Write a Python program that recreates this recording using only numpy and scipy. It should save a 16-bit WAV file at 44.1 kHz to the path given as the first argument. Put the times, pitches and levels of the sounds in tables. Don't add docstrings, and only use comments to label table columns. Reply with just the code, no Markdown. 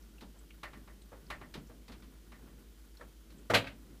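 import sys
import numpy as np
from scipy import signal
from scipy.fft import rfft, irfft
from scipy.io import wavfile

SR = 44100
rng = np.random.default_rng(int(sys.argv[2]) if len(sys.argv) > 2 else 0)


def transcribe(signal):
    frames = np.atleast_2d(signal).T
    limited = np.clip(frames, -1, 1)
    pcm = np.round(limited * 32767).astype(np.int16)
    wavfile.write(sys.argv[1], SR, pcm)


N = 176400
T = np.arange(round(.7 * SR)) / SR

# (frequency [Hz], t60 [s])
ROOM_DECAY = [(100, 0.6), (250, 0.62), (550, 0.28), (1400, 0.24), (2500, 0.21), (4000, .18), (9000, 0.18),
              (15000, 0.17)]
# (frequency [Hz], level [dB])
HUM_TONES = [(51, -56.5), (58.95, -64), (324, -72.5)]
# (frequency [Hz], relative density [dB])
AIR_SPECTRUM = [(15, -26), (32, -13), (56, -7.5), (85, -8), (150, -3), (210, 0.5), (340, -5), (450, -10),
                (700, -20), (1500, -21), (2800, -23), (3120, -19), (3400, -22), (8000, -25.5),
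                (15000, -26.5)]
AIR_DB, AIR_WAVER_DB = -61.5, 3.5

# (frequency [Hz], relative density [dB])
CRACKLE_SPECTRUM = [(300, -3), (700, -7.5), (1500, 1), (3000, -13.5), (6000, -16.5), (15000, -10)]
CRACKLE_PER_S, CRACKLE_DB = 28, -74
# (time [s], pitch [Hz], level [dB], share of clean tone [0-1])
PITCHED_TICKS = [(0.022, 5860, -59, 0.2), (0.181, 2690, -55, 0.6), (.388, 7700, -55, .5),
                 (0.504, 2760, -48.5, 0.3), (.505, 2184, -52.5, 0.5), (1.017, 3850, -57, .3),
                 (1.019, 8070, -59, .5), (1.265, 4870, -58.5, .1), (1.671, 5900, -57, 0),
                 (2.969, 4160, -53.5, 0.4), (2.971, 5400, -58, 0.6), (3.009, 1744, -43, 0.4),
                 (3.013, 1310, -44.5, 0.5), (3.381, 7630, -58, 0.5), (3.669, 2200, -35.5, 0.02)]
TICK_Q, TICK_GLIDE_PER_S = 6.3, 1.5
TICK_RISE_S, TICK_DECAY_S, TICK_ROOM_DB = 0.0037, 0.0042, -4.5

# (time [s], tap level [dB], tap tilt [dB/octave], thud level [dB])
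BUMPS_AND_CLICK = [(.208, -54, 2, -48.5), (1.539, -46.5, 2, -43.5), (1.880, -54.5, 1.5, -49.5),
                   (1.918, -51.5, 0.5, -61), (2.022, -57.5, -0.5, -67), (2.121, -60, -5, -62.5),
                   (3.302, -63, 3, -79)]
# (frequency [Hz], relative density [dB])
TAP_SPECTRUM = [(150, 11), (600, 0.5), (1200, 2), (2400, -0.5), (4200, -1.5), (7000, -16.5), (15000, -25)]
# (frequency [Hz], relative density [dB])
THUD_SPECTRUM = [(60, -37), (150, 4.5), (260, 3.5), (420, -2), (900, -6), (1900, -14.5), (3000, -43)]
THUD_LAG_S = 0.007

# (time [s], level [dB], tilt [dB/octave], build-up [s], decay time factor [ratio])
THUNK_BLOWS = [(.335, -54.5, -3, 0.034, 0.66), (1.114, -46.5, -3, 0.016, 0.83),
               (1.689, -53, -4.5, 0.0097, 0.88), (2.995, -53, -4, 0.0041, 0.37),
               (3.007, -48, 0, 0.0088, 0.62), (3.498, -24.5, 0, 0.0088, 0.64),
               (3.5349, -25.5, 0, 0.0031, 0.63)]
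# (frequency [Hz], relative density [dB])
THUNK_SPECTRUM = [(60, -13), (110, -13), (200, 1.5), (380, 2), (560, 8.5), (850, 3), (1300, 4),
                  (2000, -0.5), (2600, -7.5), (4200, -12.5), (7500, -20), (15000, -30)]
# (frequency [Hz], level [dB], t60 before the decay time factor [s])
THUNK_RESONANCES = [(108.3, -12, 0.34), (481.5, -7, 0.19), (1290, -7, 0.065), (1890, -21, 0.19)]

# (time [s], level [dB], tilt [dB/octave])
KNOCK_BLOWS = [(0.631, -41.5, -1), (0.731, -53, -1.5), (.874, -55.5, -4), (1.301, -39, -1),
               (1.4114, -48.5, -4.5), (2.318, -54.5, -1.2), (2.470, -63.5, -3.5)]
# (frequency [Hz], relative density [dB])
KNOCK_SPECTRUM = [(100, -7), (400, -12.5), (580, -2), (800, -6), (1100, -1), (1500, -2), (2000, -1),
                  (3200, -10), (4400, -11), (5500, -19.5), (9000, -21.5), (15000, -28)]
# (frequency [Hz], level [dB], t60 [s])
KNOCK_RESONANCES = [(602.6, -15, 0.2), (841, -13.5, 0.14), (1160, -6, 0.06), (1590, -16, 0.11),
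                    (2436, -3, 0.079), (2986, -4.5, 0.085), (4200, -5, 0.075)]
# (frequency [Hz], level [dB], t60 [s])
BLOOM_RESONANCES = [(1820, -6.5, .11), (1837, -4, .085), (1980, -2.5, 0.083)]
BLOOM_DB, BLOOM_LAG_S = -1.5, 0.021

# (time [s], level [dB], tilt [dB/octave], build-up [s], share of room t60 [ratio])
CLATTER_BLOWS = [(3.5386, -16, 1.04, 0.015, 0.69), (3.570, -32, 1, 0.0017, 0.65),
                 (3.604, -45.5, -0.5, 0.0036, 1.1), (3.640, -43.5, -3.5, .004, 0.86),
                 (3.664, -43.5, -1, 0.0089, 0.93)]
# (frequency [Hz], relative density [dB])
CLATTER_SPECTRUM = [(60, -26), (100, -7.5), (190, -7.5), (400, -14), (540, 1), (700, -2.5), (950, -5.5),
                    (1400, -3), (2000, -1.5), (2600, 1), (4400, -5.5), (5500, -16.5), (9000, -21.5),
                    (15000, -27)]
# (frequency [Hz], level [dB], t60 [s])
CLATTER_RESONANCES = [(105.5, -23, 0.46), (269.2, -22.5, 0.46), (469, -17, 0.15), (574, -11.5, 0.18),
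                      (676.8, -12, 0.16), (1220, -15.5, 0.16), (1546, -6.5, 0.097), (1904, -13, 0.12),
                      (2320, -22, 0.14), (2503, -19, 0.17), (2702, -15.5, .13), (2850, -22, .16),
                      (3260, -17.5, 0.16), (4025, -14, 0.09)]

BAND_LIMIT_HZ = 15400


def amp(db):
    return 10 ** (np.asarray(db) / 20)


def unit(x):
    return x / np.sqrt(np.mean(x ** 2) + 1e-20)


def read(points, hz):
    f, value = np.transpose(points)
    return np.interp(np.log(hz + 1), np.log(f + 1), value)


def add(mix, s, sound):
    part = mix[max(round(s * SR), 0):][:len(sound)]
    part += sound[:len(part)]


def noise(spectrum, size):
    gain = amp(read(spectrum, np.fft.rfftfreq(size, 1 / SR)))
    return unit(irfft(rfft(rng.standard_normal(size)) * gain, size))


def tilted(x, tilt_db):
    hz = np.fft.rfftfreq(2 * len(x), 1 / SR)
    octaves = np.log2(np.hypot(hz, 500) / 1000)
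    y = irfft(rfft(x, 2 * len(x)) * amp(tilt_db * octaves))[:len(x)]
    return unit(y) * np.std(x)


def rise(seconds):
    return np.minimum(T / seconds, 1)


def reverberant(spectrum, ring, bands=16):
    hz, centres = np.fft.rfftfreq(len(T), 1 / SR), np.geomspace(80, 15000, bands)
    reflections, out = rfft(noise(spectrum, len(T))), 0
    for centre, share in zip(centres, np.eye(bands)):
        band = irfft(reflections * np.interp(np.log(hz + 1), np.log(centres), share), len(T))
        out = out + band * np.exp(-np.log(1000) * T / (ring * read(ROOM_DECAY, centre)))
    return out


def crack(spectrum, db, decay_s=0.0088):
    return amp(db) * noise(spectrum, len(T)) * np.exp(-T / decay_s)


def sine(hz, t):
    return np.sin(2 * np.pi * (hz * t + rng.random()))


def modes(table):
    return sum(np.sqrt(2) * amp(db) * np.exp(-np.log(1000) * T / t60) * sine(hz, T)
               for hz, db, t60 in table)


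def motor_hum():
    t = np.arange(N) / SR
    return sum(np.sqrt(2) * amp(db) * sine(hz, t) for hz, db in HUM_TONES)


def room_air():
    t = np.arange(N) / SR
    air = amp(AIR_DB) * noise(AIR_SPECTRUM, N)
    low = signal.sosfilt(signal.butter(1, 700, fs=SR, output="sos"), air)
    waver = unit(sum(sine(hz, t) for hz in np.geomspace(.5, 6, 12)))
    return air + low * (amp(AIR_WAVER_DB * waver) - 1)


def crackle():
    onsets = rng.random(N) < CRACKLE_PER_S / SR
    clicks = onsets * amp(np.minimum(rng.exponential(1, N), 2))
    room = reverberant(CRACKLE_SPECTRUM, ring=0.37)
    return amp(CRACKLE_DB) * unit(signal.fftconvolve(clicks, room)[:N])


def ticks():
    out, hz = np.zeros(N), np.fft.rfftfreq(len(T), 1 / SR)
    envelope = rise(TICK_RISE_S) * np.exp(-T / TICK_DECAY_S)
    for s, pitch_hz, db, clean in PITCHED_TICKS:
        resonance = 1 / (1 + 1j * TICK_Q * (hz / pitch_hz - 1)) ** 2
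        fizz = unit(irfft(rfft(rng.standard_normal(len(T))) * resonance, len(T)))
        tone = unit(np.sin(2 * np.pi * pitch_hz * T * (1 + TICK_GLIDE_PER_S * T / 2)))
        tick = np.sqrt(clean) * tone + np.sqrt(1 - clean) * fizz
        add(out, s, amp(db) * tick * envelope)
    room = reverberant([(1, 0), (SR, 0)], ring=0.61)
    return out + amp(TICK_ROOM_DB) * signal.fftconvolve(out, room / np.linalg.norm(room))[:N]


def bumps_and_click():
    out = np.zeros(N)
    for s, tap_db, tilt_db, thud_db in BUMPS_AND_CLICK:
        tap = crack(TAP_SPECTRUM, db=-2) + reverberant(TAP_SPECTRUM, ring=0.93)
        thud = reverberant(THUD_SPECTRUM, ring=0.75)
        add(out, s, amp(tap_db) * tilted(tap, tilt_db) * rise(seconds=0.0024))
        add(out, s + THUD_LAG_S, amp(thud_db) * thud * rise(seconds=0.012))
    return out


def thunks():
    out = np.zeros(N)
    for s, db, tilt_db, build_s, ring in THUNK_BLOWS:
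        damped = [(hz, mode_db, ring * t60) for hz, mode_db, t60 in THUNK_RESONANCES]
        blow = reverberant(THUNK_SPECTRUM, ring) + modes(damped)
        add(out, s, amp(db) * tilted(blow, tilt_db) * rise(build_s))
    return out


def knocks():
    out = np.zeros(N)
    knock = crack(KNOCK_SPECTRUM, db=-1.5) + reverberant(KNOCK_SPECTRUM, ring=0.92)
    knock += modes(KNOCK_RESONANCES) * rise(seconds=0.03)
    add(knock, BLOOM_LAG_S, amp(BLOOM_DB) * modes(BLOOM_RESONANCES) * rise(seconds=0.007))
    for s, db, tilt_db in KNOCK_BLOWS:
        add(out, s, amp(db) * tilted(knock, tilt_db) * rise(seconds=0.003))
    return out


def clatter():
    out = np.zeros(N)
    for s, db, tilt_db, build_s, ring in CLATTER_BLOWS:
        blow = reverberant(CLATTER_SPECTRUM, ring) + modes(CLATTER_RESONANCES)
        add(out, s, amp(db) * tilted(blow, tilt_db) * rise(build_s))
    return out


def scene():
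    ongoing = motor_hum() + room_air() + crackle()
    return (ongoing + ticks() + bumps_and_click() + thunks() + knocks() + clatter())[None]


def record(dry):
    lowpass = signal.firwin(601, BAND_LIMIT_HZ, window=("kaiser", 9), fs=SR)
    return signal.oaconvolve(dry, lowpass[None], "same")


dry = scene()
out = record(dry)
transcribe(out)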